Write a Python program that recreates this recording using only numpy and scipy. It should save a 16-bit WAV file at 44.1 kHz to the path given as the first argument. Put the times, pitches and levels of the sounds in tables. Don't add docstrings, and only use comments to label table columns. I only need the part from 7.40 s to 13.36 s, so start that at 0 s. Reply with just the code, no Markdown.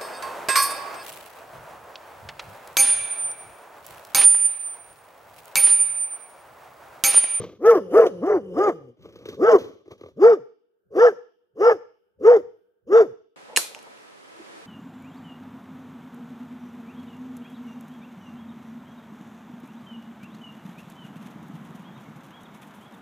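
import sys
import numpy as np
from scipy import signal
from scipy.fft import rfft, irfft, next_fast_len
from scipy.io import wavfile
from scipy.ndimage import uniform_filter1d, map_coordinates

SR = 44100
rng = np.random.default_rng(int(sys.argv[2]) if len(sys.argv) > 2 else 0)


def wav_out(sig):
    wavfile.write(sys.argv[1], SR, np.round(np.clip(np.atleast_2d(sig).T, -1, 1) * 32767).astype(np.int16))


def makeup_ratio(level_db):
    decades = np.asarray(level_db, float) / 20
    return 10 ** decades


N = 262836


def unit(x):
    return x / np.sqrt(np.mean(x ** 2) + 1e-20)


def along(points, hz):
    f, v = np.transpose(points)
    return np.interp(np.log(hz + 1), np.log(f + 1), v)


def louder(*levels_db):
    return 10 * np.log10(sum(makeup_ratio(2 * db) for db in levels_db) + 1e-14)


def curves(tables):
    t = np.arange(N) / SR
    s, *cols = np.transpose(sorted(row for table in tables for row in table))
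    gate = sum((t > table[0][0] - .006) & (t < table[-1][0] + .01) for table in tables) > 0
    return [np.interp(t, s, c) for c in cols] + [uniform_filter1d(1. * gate, size=300)]


def wobble(rate, size=N):
    knots = rng.standard_normal(int(N * rate / SR) + 4)
    return map_coordinates(knots, [np.arange(size) * rate * N / SR / size])


def filtered(x, response):
    m = next_fast_len(N + SR // 2)
    return irfft(rfft(x, m) * response(np.fft.rfftfreq(m, 1 / SR)), m)[..., :N]


def noise(spectrum, channels=1):
    return unit(filtered(rng.standard_normal((channels, N)), lambda hz: makeup_ratio(along(spectrum, hz))))


def tract(modes, f):
    return sum((-1) ** k * makeup_ratio(db) * 1j * f * w / (c * c - f * f + 1j * f * w)
               for k, (c, w, db) in enumerate(modes))


def patchy(x, depth_db):
    z = signal.stft(x, nperseg=512)[2]
    field = uniform_filter1d(rng.standard_normal(z.shape[-2:]), size=5, axis=0)
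    field = uniform_filter1d(field, size=12, axis=1)
    return signal.istft(z * makeup_ratio(depth_db * unit(field)), nperseg=512)[1][..., :N]


# (open [s], close [s], level at opening [dB], level at closing [dB])
RUMBLE_OPEN = [
    (0, 0.173, -37, -66),
    (.16, 1.2, -59, -50),
    (1.197, 1.495, -64, -67),
    (1.599, 2.262, -55.5, -56.5),
    (2.474, 2.939, -65, -64),
    (3.469, 3.666, -67.5, -63),
    (4.145, 4.324, -66, -57),
    (4.781, 5.018, -60, -59),
    (5.44, 5.69, -65, -63.5),
]
# (frequency [Hz], density [dB per Hz])
RUMBLE_SPECTRUM = [(15, -59.5), (25, -25), (81, -1), (97, 5), (140, -5), (190, 0.5), (250, -25.5),
                   (420, -120)]
# (frequency [Hz], density [dB per Hz])
RESIDUE_SPECTRUM = [(18, -69), (30, -49.5), (75, -7), (160, -21.5), (178, -2.5), (278, -18.5), (390, 6.5),
                    (1000, -29.5), (1200, -18.5), (1560, -9), (1880, -35), (6260, -44), (15600, -30.5)]


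def background():
    t = np.arange(N) / SR
    open_db_per_s, close_db_per_s = 900, 166.5
    levels = []
    for start, end, *ends_db in RUMBLE_OPEN:
        outside_db = open_db_per_s * np.maximum(start - t, 0) + close_db_per_s * np.maximum(t - end, 0)
        levels.append(np.interp(t, [start, end], ends_db) - outside_db)
    level_db = np.max(levels, axis=0)
    shared, own = noise(RUMBLE_SPECTRUM), noise(RUMBLE_SPECTRUM, channels=2)
    rumble = makeup_ratio(level_db - 1.0 + 1.8 * wobble(90)) * (.75 * shared + .65 * own)
    return rumble + makeup_ratio(-77.5 + 3.4 * wobble(5.2)) * noise(RESIDUE_SPECTRUM, channels=2)


# (frequency [Hz], time to fall 60 dB [s])
YARD_DECAY = [(100, 0.15), (300, 0.94), (460, 0.14), (700, 0.19), (1400, 0.12), (3000, 1), (10000, 0.11)]
# (frequency [Hz], level [dB])
YARD_COLOUR = [(100, 8), (460, -3), (1300, 1.5), (2000, -3), (6000, 14)]
# (delay [s], level [dB])
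WALL_ECHOES = [
    (.075, -31),
    (.14, -40.5),
    (.21, -49.5),
    (.33, -60.5),
    (0.449, -66.5),
]


def yard(x):
    hz, t, z = signal.stft(rng.standard_normal((2, SR)), SR, nperseg=512)
    decay_db = along(YARD_COLOUR, hz)[:, None] - 60 * t / along(YARD_DECAY, hz)[:, None]
    tail = signal.istft(z * makeup_ratio(decay_db), SR, nperseg=512)[1]
    tail *= makeup_ratio(-15.5) / np.linalg.norm(tail[0])
    for s, db in WALL_ECHOES:
        tail[:, round(s * SR):][:, :2500] += makeup_ratio(db) * rng.standard_normal((2, 2500)) / 50
    return signal.fftconvolve(np.pad(x, (500, 0))[None], tail, axes=1)[:, :N]


# (time [s], lead [samples])
LEFT_LEAD = [(0, 1.84), (.7, 5.04), (1.7, 6.55), (2.5, 7.5), (6, 7.58)]


def ports(x):
    hz, t, z = signal.stft(x, SR, nperseg=1024)
    turn = np.pi * hz[:, None] * np.interp(t, *np.transpose(LEFT_LEAD)) / SR
    tilt_db = along([(300, .5), (700, .2), (2000, .5), (4500, -.5), (9000, 1.4)], hz)
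    tilt = makeup_ratio(tilt_db)[:, None]
    pair = [z * tilt * np.exp(1j * turn), z / tilt * np.exp(-1j * turn)]
    return signal.istft(pair, SR, nperseg=1024)[1][:, :N]


# (frequency [Hz], width [Hz], level [dB])
SLACK_THROAT = [(96, 52, -3), (233, 170, -1), (436, 250, 3.5), (627.7, 340, -11), (810, 33, -17.5),
                (1210, 190, -5), (2180, 600, -11)]
# (start [s], peak [s], end [s], peak level [dB])
BREATHS = [
    (-.1, 0.001, 0.18, -36),
    (1.57, 1.655, 1.86, -50),
    (1.66, 1.927, 1.974, -42.5),
    (2.17, 2.214, 2.44, -41),
    (2.44, 2.52, 2.6, -48),
    (2.55, 2.658, 2.75, -48),
]


def rasp(teeth_colour):
    def swell(start, peak, end):
        times = [start - .02, start, peak, end, end + .02]
        return np.interp(np.arange(N) / SR, times, [-4, -1, 0, -1, -4])

    edge_loss_db, teeth_db = 23.5, -19
    throat_db = louder(*[db + edge_loss_db * swell(*times) for *times, db in BREATHS])
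    flutter = makeup_ratio(4 * wobble(60))
    air = unit(filtered(flutter * rng.standard_normal(N), lambda f: tract(SLACK_THROAT, f) ** 2))
    teeth = unit(filtered(flutter * rng.standard_normal(N), teeth_colour))
    return makeup_ratio(throat_db + 2.5) * air + makeup_ratio(throat_db + teeth_db + 4.5) * teeth


# (time [s], peak level [dB], snap level [dB])
FOLD_CREAKS = [(0.015, -21.5, -27), (0.039, -20.5, -29), (0.092, -34, -27.5), (0.149, -47, -20.5),
               (0.181, -64.5, -29.5), (1.592, -48.5, -27), (1.609, -49, -20.5), (1.623, -54, -6),
               (1.655, -32.5, -28.5), (1.689, -45.5, -16.5), (1.724, -54, -7.5), (1.757, -35, -20),
               (1.788, -41, -20.5), (1.821, -54.5, -14.5), (1.855, -24, -22), (1.887, -28.5, -15.5),
               (1.943, -32, -22), (2.457, -44, -33), (2.478, -36.5, -31), (2.509, -31, -34),
               (2.532, -37.5, -29), (2.579, -56.5, -9.5), (2.61, -31.5, -28.5), (2.635, -29, -40),
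               (2.66, -31, -32.5), (2.685, -38, -26)]
# (time [s], peak level [dB], time to fall 60 dB [s])
JAW_SNAPS = [
    (0.6653, -35, 0.062),
    (2.184, -45, 0.31),
]
# (frequency [Hz], density [dB per Hz])
SNAP_SPECTRUM = [(880, -36.5), (1500, -2), (1810, -6.5), (2600, -5.5), (3290, -0.5), (3810, -4.5),
                 (5920, -16.5), (8430, -25.5), (15600, -19.5)]


def creak():
    pops, snaps, t = np.zeros(N + SR), np.zeros(N + SR), np.arange(SR // 8) / SR
    puff = makeup_ratio(-60 * t / .035)
    for s, db, snap_db in FOLD_CREAKS:
        start = round(s * SR)
        pops[start:][:len(t)] += makeup_ratio(db + 12) * puff * rng.standard_normal(len(t))
        snaps[start:][:len(t)] += makeup_ratio(db + snap_db - 2.5 - 60 * t / 0.11) * rng.standard_normal(len(t))
    for s, db, t60 in JAW_SNAPS:
        snaps[round(s * SR):][:len(t)] += makeup_ratio(db - 4.5 - 60 * t / t60) * rng.standard_normal(len(t))

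    def colour(f):
        return makeup_ratio(along(SNAP_SPECTRUM, f) + 15.5) * (1 + tract([(6130, 500, 7.5)], f))

    rung = filtered(pops[:N], lambda f: tract(SLACK_THROAT, f) ** 2)
    return rung + filtered(snaps[:N], colour) + rasp(colour)


# (crest [s], top pitch [Hz], rise [s], fall [s], chest level [dB])
BARK_ARCHES = [
    (0.295, 472.9, .096, 0.12, -7),
    (.593, 469.7, 0.076, 0.13, -7.5),
    (.911, 426.9, .104, 0.11, -13.5),
    (1.249, 427.7, 0.11, 0.09, -15),
    (2.091, 475.3, 0.098, 0.12, -5.5),
    (2.887, 479.1, 0.11, .109, -5.5),
    (3.65, 491.6, .117, 0.097, -8),
    (4.283, 482.6, 0.12, 0.11, -9),
    (4.914, 490.8, 0.11, .11, -6),
    (5.582, 467.8, 0.12, 0.095, -8),
]
# (catch [s], loudest [s], let-go [s])
FIRM_CLOSING = [(.243, .293, .384), (.532, .588, .676), (.835, .92, .982), (1.172, 1.24, 1.302),
                (2.022, 2.13, 2.166), (2.82, 2.852, 2.944), (3.562, 3.648, 3.691), (4.208, 4.285, 4.328),
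                (4.85, 4.887, 4.974), (5.525, 5.566, 5.628)]
# (half-pitch share [0-1], lower overtones [dB], throat ring share [0-1],
# swell from catch to loudest [dB], fade from there to let-go [dB])
BARK_MANNER = [(0.5, 0.5, 0.3, 11.5, 10.5), (.96, 4, 1, 14.5, 12.5), (.94, 9, 0.01, 7, 7),
               (0.3, 5.5, 0.7, 7.5, 1.5), (0.7, 2.5, 0.5, 10.5, 6), (0.5, -0.1, 0.2, 8, 9.5),
               (0.14, 1.5, .95, 15, 4.5), (.05, 5, .95, 12, 5), (0.1, 5, 0.8, 10, 8),
               (.3, -1, 0.6, 5.5, 3.5)]
BARK_HOARSE = [.13, .18, .25, .08, .13, .45, .42, .42, .5, .48]
# (overtone pitch over main tone [ratio], jaw resonance at the crest [Hz],
# jaw resonance closing [Hz], mouth level [dB], hiss level [dB])
BARK_GAPE = [(0.93, 1365, 1145, -18, -43.5), (0.93, 1305, 1125, -16.5, -44.5), (0.94, 1255, 1085, -26, -57),
             (0.98, 1265, 1225, -21.5, -51), (0.94, 1390, 1080, -16.5, -44.5),
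             (0.95, 1310, 1220, -20.5, -46.5), (0.92, 1295, 1600, -18.5, -44.5),
             (.932, 1255, 1500, -18, -45.5), (0.96, 1280, 1225, -21.5, -47.5),
             (0.95, 1345, 1000, -22, -47.5)]
# (time [s], pitch [Hz], chest level [dB])
HUM_STRETCHES = [
    [(.4, 204.6, -36.5), (.49, 170.5, -42), (.52, 186.4, -29.5), (.75, 181, -38), (.8, 170.9, -38),
     (1.02, 200.5, -40.5), (1.13, 175.3, -36), (1.355, 166.6, -39), (1.4, 140.8, -49.5),
     (1.5, 121.3, -47.5), (1.545, 119.1, -64)],
    [(5.66, 150, -48.5), (5.72, 121.1, -51.5)],
]


def effort():
    t, crests = np.arange(N) / SR, np.array(BARK_ARCHES)[:, 0]
    near = np.searchsorted((crests[1:] + crests[:-1]) / 2, t)
    crest, top, rise, fall, top_db = np.array(BARK_ARCHES)[near].T
    catch, loudest, let_go = np.array(FIRM_CLOSING)[near].T
    *manner, swell_db, fade_db = np.array(BARK_MANNER)[near].T
    ratio, jaw_open, jaw_end, mouth_db, hiss_db = np.array(BARK_GAPE)[near].T
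    hum, hum_db, gate = curves(HUM_STRETCHES)
    hum_db = hum_db + 20 * np.log10(abs(gate) + 1e-5)

    def step(s):
        return .5 + .5 * np.tanh(s / .005)

    def drop(lead):
        return ((t + lead - crest) / np.where(t + lead < crest, rise, fall)) ** 2

    def arch(peak, lead, power):
        bark = np.maximum(peak - 300 * drop(lead) ** power, 0)
        return (bark ** 8 + hum ** 8) ** (1 / 8)

    slack_db = -5 * step(catch - t) - 12 * step(t - let_go)
    attack_db_per_s, release_db_per_s = 520.5, 439.5
    edges_db = attack_db_per_s * np.maximum(catch - t, 0) + release_db_per_s * np.maximum(t - let_go, 0)
    edges_db = edges_db + 20 * step(catch - .058 - t)

    def loss(lead, steps, held, edges):
        s = t + lead
        before = np.clip((loudest - s) / (loudest - catch), 0, 1)
        after = np.clip((s - loudest) / (let_go - loudest), 0, 1)
        held_db = swell_db * before ** 1.6 + fade_db * after ** 0.96
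        return held * held_db + edges * edges_db - steps * slack_db

    bark_db = top_db - loss(0, 0.91, 0.9, 0.95)
    chest_db = louder(bark_db, hum_db)
    mouth_db = louder(mouth_db - loss(.0021, .55, 1, 1.4), hum_db - 26)
    hiss_db = louder(hiss_db - loss(.005, .38, 1, 1), hum_db - 36.5)
    nose_db = hum_db - 29.5

    jaw_shut_hz, jaw_drop_s = 1110, 0.0083
    opening = jaw_open + (jaw_shut_hz - jaw_open) * np.minimum(drop(0), 1)
    closing = jaw_end + (jaw_open - jaw_end) * np.exp(-abs(t - crest) / jaw_drop_s)
    jaw = np.where(t < crest, opening, closing)

    late = step((t - crest) / 4 + .006)
    manner[0] = manner[0] * (.5 + .5 * late)
    hoarse = np.array(BARK_HOARSE)[near] * (.4 + .6 * late)
    barking = np.clip(makeup_ratio(bark_db - chest_db), 0, 1)
    hum_manner = [.15, 4, .3, .4]
    blend = [h + (b - h) * barking for b, h in zip([*manner, hoarse], hum_manner)]
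    tone, pitch = arch(top, 0, 0.97), arch(top * ratio, .004, 1.2)
    return (tone, pitch, chest_db, mouth_db, hiss_db, nose_db, jaw, *blend)


# (frequency [Hz], level [dB])
CHEST_GAIN = [(100, -12), (250, -1), (450, 10.5), (560, 18)]
# (frequency [Hz], width [Hz], level [dB])
MOUTH_MODES = [(655, 140.4, 6.5), (809, 360, 2), (1574, 890, -7.5), (1830, 820, -17)]


def partial_sizes(pitch, jaw, half, lower_db, rough, knots, count):
    size = len(knots)
    order = np.arange(1, count + 1)[:, None]
    hz, odd = order * pitch[knots] / 2, order % 2
    flicker = (rough[knots] + .27) * np.array([wobble(70, size) for _ in range(count)])
    upper = np.clip((hz - 520) / 60, 0, 1)

    low = (1 - upper) * makeup_ratio(along(CHEST_GAIN, hz) - 11.0 * abs(hz / pitch[knots] - 1))
    low = low * np.where(odd, 0.15 * half[knots], 1) * makeup_ratio(2 * flicker)

    modes = MOUTH_MODES + [(jaw[knots], 150, 4)]
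    high = upper * abs(tract(modes, hz)) ** 2 * np.where(odd, half[knots], 1)
    bright_db = 4.5 * np.clip((hz - 1450) / 300, 0, 2)
    high *= makeup_ratio(13 * flicker + lower_db[knots] * (hz < 960) + bright_db) / (1 + (hz / 2300) ** 12)

    def steady(sizes):
        return sizes / np.sqrt(abs(uniform_filter1d((sizes ** 2).sum(0), size=28)) + 1e-9)

    return steady(low), steady(high)


def mouth_breath(puffs):
    def response(f):
        return tract(MOUTH_MODES + [(1310, 160, 1.0)], f) * (f > 520) / (1 + (f / 2300) ** 12)

    return unit(filtered(puffs * rng.standard_normal(N), response))


# (time [s], gain [dB], length [s])
FOLD_BREAKS = [(.346, -15, .007), (.591, -26, 0.0028), (.601, 4.5, 0.0056), (.613, -10, .004),
               (0.646, -5.5, 0.0098), (0.862, -10.5, 0.014), (0.891, -14.5, 0.0064), (0.914, -11, 0.0046),
               (0.936, -10, 0.0041), (1.233, -12, .009), (1.266, -14, 0.012), (1.283, 4.5, 0.0084),
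               (2.068, -13, .013), (2.114, -14.5, 0.015), (3.595, -5.5, 0.0087), (4.25, -4.5, .012),
               (4.303, -16.5, 0.0057)]
# (frequency [Hz], density [dB per Hz])
THROAT_SPECTRUM = [(100, -21), (200, -11.5), (340, 5), (460, 15), (560, 8), (720, -43.5)]


def stumbling_chest(chest, pitch, ring):
    t = np.arange(N) / SR
    loose = np.clip(ring * (430 - pitch) / 200, .002, .97)
    stumble = makeup_ratio(sum(db * np.exp(-((t - s) / length) ** 2) for s, db, length in FOLD_BREAKS))
    return np.sqrt(1 - loose) * stumble * chest + np.sqrt(loose) * noise(THROAT_SPECTRUM)[0]


# (frequency [Hz], density [dB per Hz])
HISS_SPECTRUM = [(1350, -36.5), (2300, -3), (2530, -4.5), (3000, 0), (3220, -7), (3910, 2), (4340, -4.5),
                 (4660, -10), (5300, -5), (6790, -12), (8300, -29), (10100, -22.5), (11400, -18.5),
                 (14300, -21), (15600, -23)]


def breath_hiss(puffs):
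    def pocket(f):
        return makeup_ratio(-22 * np.exp(-((f - 4050) / 400) ** 2))

    source = puffs * makeup_ratio(2.1 * wobble(90)) * rng.standard_normal((2, N))
    hiss = unit(filtered(source, lambda f: makeup_ratio(along(HISS_SPECTRUM, f))))
    return unit(patchy(filtered(hiss, pocket), depth_db=3))


# (frequency [Hz], width [Hz], level [dB])
NOSE_MODES = [(2970, 220, -0.4), (10700, 500, -6.5)]


def nose_air():
    def response(f):
        return tract(NOSE_MODES[:1], f) ** 2 + tract(NOSE_MODES[1:], f) ** 2

    return unit(filtered(rng.standard_normal(N), response))


def voice(count=18, size=8000):
    tone, pitch, chest_db, mouth_db, hiss_db, nose_db, jaw, half, lower_db, ring, rough = effort()
    t, knots = np.arange(N) / SR, np.arange(size) * N // size
    half, rough = np.clip(half, 0, 1), np.clip(rough, 0, 1)
    jitter = 1 + .05 * rough * wobble(150) + .012 * wobble(35)
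    phase = np.cumsum(np.pi * pitch * jitter / SR)
    lead = np.cumsum(np.pi * tone / SR)
    low, high = partial_sizes(pitch, jaw, half, lower_db, rough, knots, count)
    chest, mouth = np.zeros((2, N))
    for k, (below, above) in enumerate(zip(low, high), 1):
        chest += np.interp(t, t[knots], below) * np.sqrt(2) * np.sin(k * lead + k * k)
        mouth += np.interp(t, t[knots], above) * np.sqrt(2) * np.sin(k * phase + k * k)
    puffs = 1 + 0.12 * np.sin(2 * phase)
    mouth = np.sqrt(1 - rough) * mouth + np.sqrt(rough) * mouth_breath(puffs)
    chest = stumbling_chest(chest, pitch, ring)
    hiss = breath_hiss(puffs)
    bark = makeup_ratio(chest_db) * chest + makeup_ratio(mouth_db) * mouth + makeup_ratio(hiss_db) * hiss[0] + makeup_ratio(nose_db) * nose_air()
    return bark, makeup_ratio(hiss_db - 1.5) * hiss


def scene():
    bark, scattered = voice()
    dog = bark + creak()
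    boards = scattered[::-1] * [[1], [-1]]
    return ports(dog) + boards + yard(dog) + background()


def low_pass(x):
    return signal.sosfilt(signal.butter(12, 15800, fs=SR, output="sos"), x)


def record(dry):
    limited = dry / (1 + abs(dry / 1.05) ** 6) ** (1 / 6)
    mix = filtered(limited, lambda hz: (hz < 15550) / (1 + (48 / (hz + 1)) ** 4))
    return low_pass(mix)


dry = scene()
out = record(dry)
wav_out(out)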